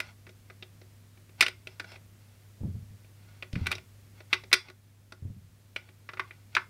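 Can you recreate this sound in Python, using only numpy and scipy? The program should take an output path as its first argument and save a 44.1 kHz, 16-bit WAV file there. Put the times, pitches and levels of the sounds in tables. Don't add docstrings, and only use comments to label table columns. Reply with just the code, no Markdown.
import sys
import numpy as np
from scipy import signal
from scipy.fft import rfft, irfft, next_fast_len
from scipy.io import wavfile

SR = 44100
rng = np.random.default_rng(int(sys.argv[2]) if len(sys.argv) > 2 else 0)


def digitize_waveform(pressure):
    field = np.atleast_2d(pressure).T
    bounded = np.clip(field, -1, 1)
    quanta = np.round(bounded * 32767).astype(np.int16)
    wavfile.write(sys.argv[1], SR, quanta)


N = 295029
T = np.arange(N) / SR
HIT_T = T[:SR // 3]

# (pitch [Hz], relative level [dB], time to fade 60 dB [s])
FREE_PARTS = [(1245, -8, .22), (1296, -11.5, .22), (1441.8, -8.5, .17), (2012, 2.5, .15), (2130, -6, 0.27),
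              (2370, -9.5, .22), (3340, -2, .1), (3408.6, -9.5, 0.3), (3768, -4.5, 0.16), (4380, -6.5, .15),
              (4810, -3.5, .17), (5358, -6, .2), (5970, -5, .14), (8565, -15.5, .13)]


def undb(db):
    return 10 ** (np.asarray(db) / 20)


def unit(x):
    return x / np.sqrt(np.sum(x ** 2))


def add(track, s, sound):
    start = max(int(s * SR), 0)
    track[start:start + len(sound)] += sound[:N - start]


def colour(x, points):
    hz, db = np.transpose(points)
    freqs = np.maximum(np.fft.rfftfreq(len(x), 1 / SR), 1)
    gain = undb(np.interp(np.log(freqs), np.log(hz), db))
    return irfft(rfft(x) * gain, len(x))


def lowpass(x, hz, order):
    return signal.sosfilt(signal.butter(order, min(hz, SR / 2 - 1), fs=SR, output="sos"), x)


def fade(t60):
    return np.exp(-np.log(1000) * HIT_T / t60)


def swell(rise_s):
    return 1 - np.exp(-HIT_T / rise_s)


def arches(rows):
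    return sum(undb(db) * np.sin(np.pi * np.clip((T - s) / length, 0, 1)) for s, length, db in rows)


def burst(points, t60):
    return unit(colour(rng.standard_normal(len(HIT_T)), points) * fade(t60))


def ring(tones, scatter_db, detune):
    out = np.zeros(len(HIT_T))
    for (hz, db, t60), (share, side, grip) in zip(tones, rng.standard_normal((len(tones), 3))):
        t = HIT_T[:int(2 * t60 * SR)]
        swing = np.sign(side) * np.sin(2 * np.pi * hz * (1 + detune * grip) * t)
        out[:len(t)] += undb(db + scatter_db * share) * swing * np.exp(-np.log(1000) * t / t60)
    return unit(out)


def background():
    # (pitch [Hz], relative level [dB])
    air_colour = [(12, -49.5), (20, -21.5), (47, -12.5), (72, -10.5), (103, -10), (126, -10), (148, -12),
                  (324, -22.5), (667, -27), (746, -30.5), (1540, -31), (2030, -30.5), (2920, -33),
                  (13100, -37.5), (15500, -39.5)]
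    # (pitch [Hz], level before the drift [dB])
    hum_tones = [(100.4, -57), (200, -78.5), (238, -77)]
    # (time [s], level change [dB])
    drift = [(0, 1), (4.53, 2), (4.65, -2.5), (5.6, -0.98), (6.69, 1)]
    air = colour(rng.standard_normal(next_fast_len(N)), air_colour)[:N]
    hum = sum(undb(db) * np.sqrt(2) * np.sin(2 * np.pi * (hz * T + rng.random())) for hz, db in hum_tones)
    gain = undb(np.interp(T, *np.transpose(drift)))
    return (undb(-61.5) * air / air.std() + hum) * gain


def platter(detune):
    # (pitch [Hz], width [Hz], relative level [dB])
    held_tones = [(900, 110, -7.5), (1117, 180, -5), (1450, 64, -2.5), (1560, 120, -8.5), (2012.7, 120, 2),
                  (2262, 100, 1), (2471, 87, -1), (2677, 120, 0), (3130, 100, -10.5), (3589, 130, -3.5),
                  (3983, 120, -6.5), (4535, 58, -14), (5107, 140, -4), (5726, 79, -11.5)]
    # (pitch [Hz], relative level [dB])
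    crack_colour = [(200, -28.5), (600, -10), (1200, 7), (2400, -0.5), (4000, -1.5), (5800, -10.5),
                    (6800, -10.5), (12000, -33)]
    tones = [(hz, db, np.log(1000) / (np.pi * width)) for hz, width, db in held_tones]
    return ring(tones, scatter_db=0.5, detune=detune) + undb(-3.0) * burst(crack_colour, t60=0.037)


def scrape(catches_per_s=3000):
    # (start [s], length [s], level before the jerks [dB])
    strokes = [(-0.04, 0.179, -53.5), (1.375, .065, -47.5), (1.65, 0.159, -66.5), (1.82, 0.176, -55.5),
               (2.12, .45, -72), (3.14, 0.384, -67), (3.53, .26, -53), (4.14, 0.093, -59.5),
               (4.3, .06, -50), (4.6, 0.126, -62), (5.79, .13, -64.5), (6.01, 0.468, -66),
               (6.51, 0.1357, -56)]
    catches = (rng.random(N) < catches_per_s / SR) * rng.standard_normal(N)
    lasting = ring(FREE_PARTS, scatter_db=1, detune=0.002)
    metal = platter(detune=0.005) + undb(-10.5) * lasting
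    one_catch = colour(metal, [(400, 3.0), (1200, -2), (2300, 0), (3300, -3), (5300, -2.5), (8000, -1.5)])
    rub = signal.fftconvolve(catches, one_catch)[:N]
    steps = np.linspace(0, T[-1], num=200)
    jerks = undb(2.2 * np.interp(T, steps, rng.standard_normal(len(steps))))
    return rub / rub.std() * jerks * arches(strokes)


def clack(metal, lead_hz, middle_hz=2200):
    centre_hz = middle_hz * (lead_hz / middle_hz) ** 0.85
    broad = unit(signal.lfilter(*signal.iirpeak(centre_hz, Q=1.4, fs=SR), metal))
    ping = unit(np.sin(2 * np.pi * lead_hz * HIT_T) * fade(t60=0.023) * swell(rise_s=0.00094))
    return unit(broad + undb(-6.0) * ping)


def case_knock(blow_db, clink_db):
    # (pitch [Hz], relative level [dB], time to fade 60 dB [s])
    case_tones = [(369.8, -2.5, 0.15), (639, -9.5, 0.078)]
    # (pitch [Hz], relative level [dB])
    knock_colour = [(100, -20), (200, -10.5), (300, 4), (480, 1), (650, 1.5), (1000, -17.5), (2000, -42)]
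    share_db = -20.5 - 0.5172 * blow_db + 0.3 * clink_db
    body = ring(case_tones, scatter_db=4.5, detune=0.018) + burst(knock_colour, t60=0.051)
    return undb(share_db) * unit(body)


def blow(db, lead_hz, clink_db, edge_db, split_hz=3500):
    # (pitch [Hz], relative level [dB])
    edge_colour = [(4000, -26), (6500, -1.5), (7500, -3), (8600, 1), (10000, -0.5), (11500, -11),
                   (13000, -4.5), (16000, -16.5)]
    metal = platter(detune=0.014) * swell(rise_s=0.0008)
    metal += undb(-18.5) * ring(FREE_PARTS, scatter_db=1.0, detune=0.008)
    low_clack = clack(lowpass(metal, split_hz, order=5), lead_hz)
    clink_band = signal.butter(3, [split_hz, 6400], "band", fs=SR, output="sos")
    clink = undb(clink_db) * unit(signal.sosfilt(clink_band, metal))
    edge = undb(edge_db) * unit(burst(edge_colour, t60=0.031) * swell(rise_s=0.00016))
    return undb(db + 13) * (low_clack + clink + edge + case_knock(db, clink_db))


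def knocks(bounce_db_per_s=-1050, bounce_pitch_ratio=1.06):
    # (time [s], relative level [dB], leading tone [Hz], clink against clack [dB],
    # edge against clack [dB], wait until the bounce or 0 for none [s])
    contacts = [(0.0018, -16.5, 2057, -10.5, -16.5, 0), (0.2666, -39, 1401, -13.5, -27.5, 0.0055),
                (0.2913, -44, 2070, -2.5, -13, 0), (0.4996, -37, 1498, -14, -34, 0.0043),
                (0.6247, -31.5, 3629, -11.5, -34, .005), (0.8142, -47, 1966, -4.5, -31, 0.00087),
                (1.1735, -51, 2115, -14.5, -31, 0.00046), (1.293, -50, 2422, -10.5, -20, 0),
                (1.4076, -3.5, 2333, -6.5, -12.5, .004), (1.424, -9, 2514, -5.5, -18.5, .0078),
                (1.4638, -14, 2772, -11, -23, 0), (1.4816, -20.5, 2324, -6.5, -14.5, 0),
                (1.6709, -31.5, 2683, -9.5, -18.5, 0.0004), (1.797, -24, 1547, -7.5, -19.5, 0.0034),
                (1.843, -37, 1540, -10.5, -25.5, 0.002), (1.9177, -39, 2301, -4, -12.5, 0),
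                (1.958, -41, 2265, -12, -21.5, 0.0024), (3.046, -50, 2400, -16, -30, 0),
                (3.4239, -25, 2471, -16, -27, .004), (3.529, -38, 3002, 0, -12, 0.0113),
                (3.555, -25, 2346, -17.5, -27.5, 0), (3.659, -29, 1978, -14, -33, 0.00012),
                (3.6676, -14, 2380, -12, -16.5, 0), (3.708, -30, 1242, -10.5, -30, 0.00265),
                (3.715, -17.5, 2286, -7.5, -13.5, 0.00078), (3.725, -20, 2668, -10, -20.5, 0),
                (3.752, -42, 3470, 9.5, -5.5, 0.00066), (3.781, -36, 2890, -13.5, -17.5, 0.00054),
                (4.204, -42, 1975, -8, -24.5, 0.00088), (4.3286, -6.5, 2640, -11, -28, .004),
                (4.339, -22.5, 1409, -7, -18.5, 0.0029), (4.4368, -38.5, 2027, -7, -23, 0.00116),
                (4.515, -28, 2005, -14, -26.5, 0.00096), (4.5286, -4.5, 2512, 0, -11.5, .0067),
                (4.539, -8, 2670, -10, -14, 0), (4.684, -40, 2535, -9, -31, 0.0007),
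                (4.6992, -40, 1484, -8, -16.5, 0.00038), (5.122, -33, 1432, -5.5, -16.5, 0),
                (5.761, -19, 2740, -17.5, -26.5, 0.00032), (5.888, -45.5, 2647, -14, -22, 0.00117),
                (6.0892, -26.5, 1524, -18.5, -32.5, .004), (6.134, -32, 1205, -12.5, -28, 0.0033),
                (6.171, -30.5, 1802, -22.5, -31, 0.0076), (6.195, -14, 1106, -22.5, -32, 0),
                (6.1992, -20.5, 2155, -18, -33, 0), (6.308, -34, 2327, -40, -33, 0.001),
                (6.55, -18, 2458, -6, -20, 0.00018), (6.566, -5.5, 1364, -25.5, -33, 0),
                (6.577, -21, 2100, -24, -40, 0.0008)]
    out = np.zeros(N)
    for s, db, lead_hz, clink_db, edge_db, wait_s in contacts:
        add(out, s, blow(db, lead_hz, clink_db, edge_db))
        if wait_s > 0:
            bounce_db = db + bounce_db_per_s * wait_s
            add(out, s + wait_s, blow(bounce_db, lead_hz * bounce_pitch_ratio, clink_db, edge_db))
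    return out


def squeaks(pitch_hz=5230):
    # (start [s], length [s], level [dB])
    drags = [(0.01, 0.058, -70.5), (1.69, 0.0638, -67.5), (1.85, 0.118, -63.5)]
    sing = signal.lfilter(*signal.iirpeak(pitch_hz, Q=50, fs=SR), rng.standard_normal(N))
    return arches(drags) * sing / sing.std()


def thuds(bumps=6, first_gap_s=0.027, dulling_octaves_per_s=3.16):
    # (time [s], strongest bump's peak [dB], time to fade 60 dB [s], upper pitch limit [Hz])
    hits = [(2.605, -26, 1.0, 240), (3.534, -20, .5, 224.7), (5.223, -30, 0.62, 252)]
    # (pitch [Hz], relative level [dB])
    bump_colour = [(25, -40), (50, -19.5), (90, 12), (130, -0.5), (200, 1), (300, -10.5), (600, -5),
                   (1200, -7)]
    out = np.zeros(N)
    for s, db, t60, top_hz in hits:
        for k in range(bumps):
            late_s = first_gap_s * k ** 1.5
            size = np.exp(-np.log(1000) * (late_s - first_gap_s) / t60) if k else undb(-3)
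            dulled_hz = top_hz * 2 ** (-dulling_octaves_per_s * late_s)
            boom = lowpass(burst(bump_colour, t60=0.207), dulled_hz, order=3)
            add(out, s + late_s, undb(db) * size * boom / np.abs(boom).max())
    return out


def room(x, echo_db, t60, build_s):
    # (pitch [Hz], relative level [dB])
    echo_colour = [(200, -4), (800, 5.5), (1500, 2), (2300, -1.5), (3300, 0), (4200, -3), (5300, 0.5),
                   (6800, -3.5), (9000, 1), (14000, -10)]
    tail = burst(echo_colour, t60) * np.clip(HIT_T / build_s, 0, 1) ** 2
    return x + undb(echo_db) * signal.fftconvolve(x, unit(tail))[:N]


def scene():
    metal = room(knocks() + scrape() + squeaks(), echo_db=-18.5, t60=0.19, build_s=0.011)
    return (metal + thuds() + background())[None]


def record(dry, top_hz=15600):
    return signal.sosfilt(signal.ellip(8, 0.2, 70, top_hz, fs=SR, output="sos"), dry)


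dry = scene()
out = record(dry)
digitize_waveform(out)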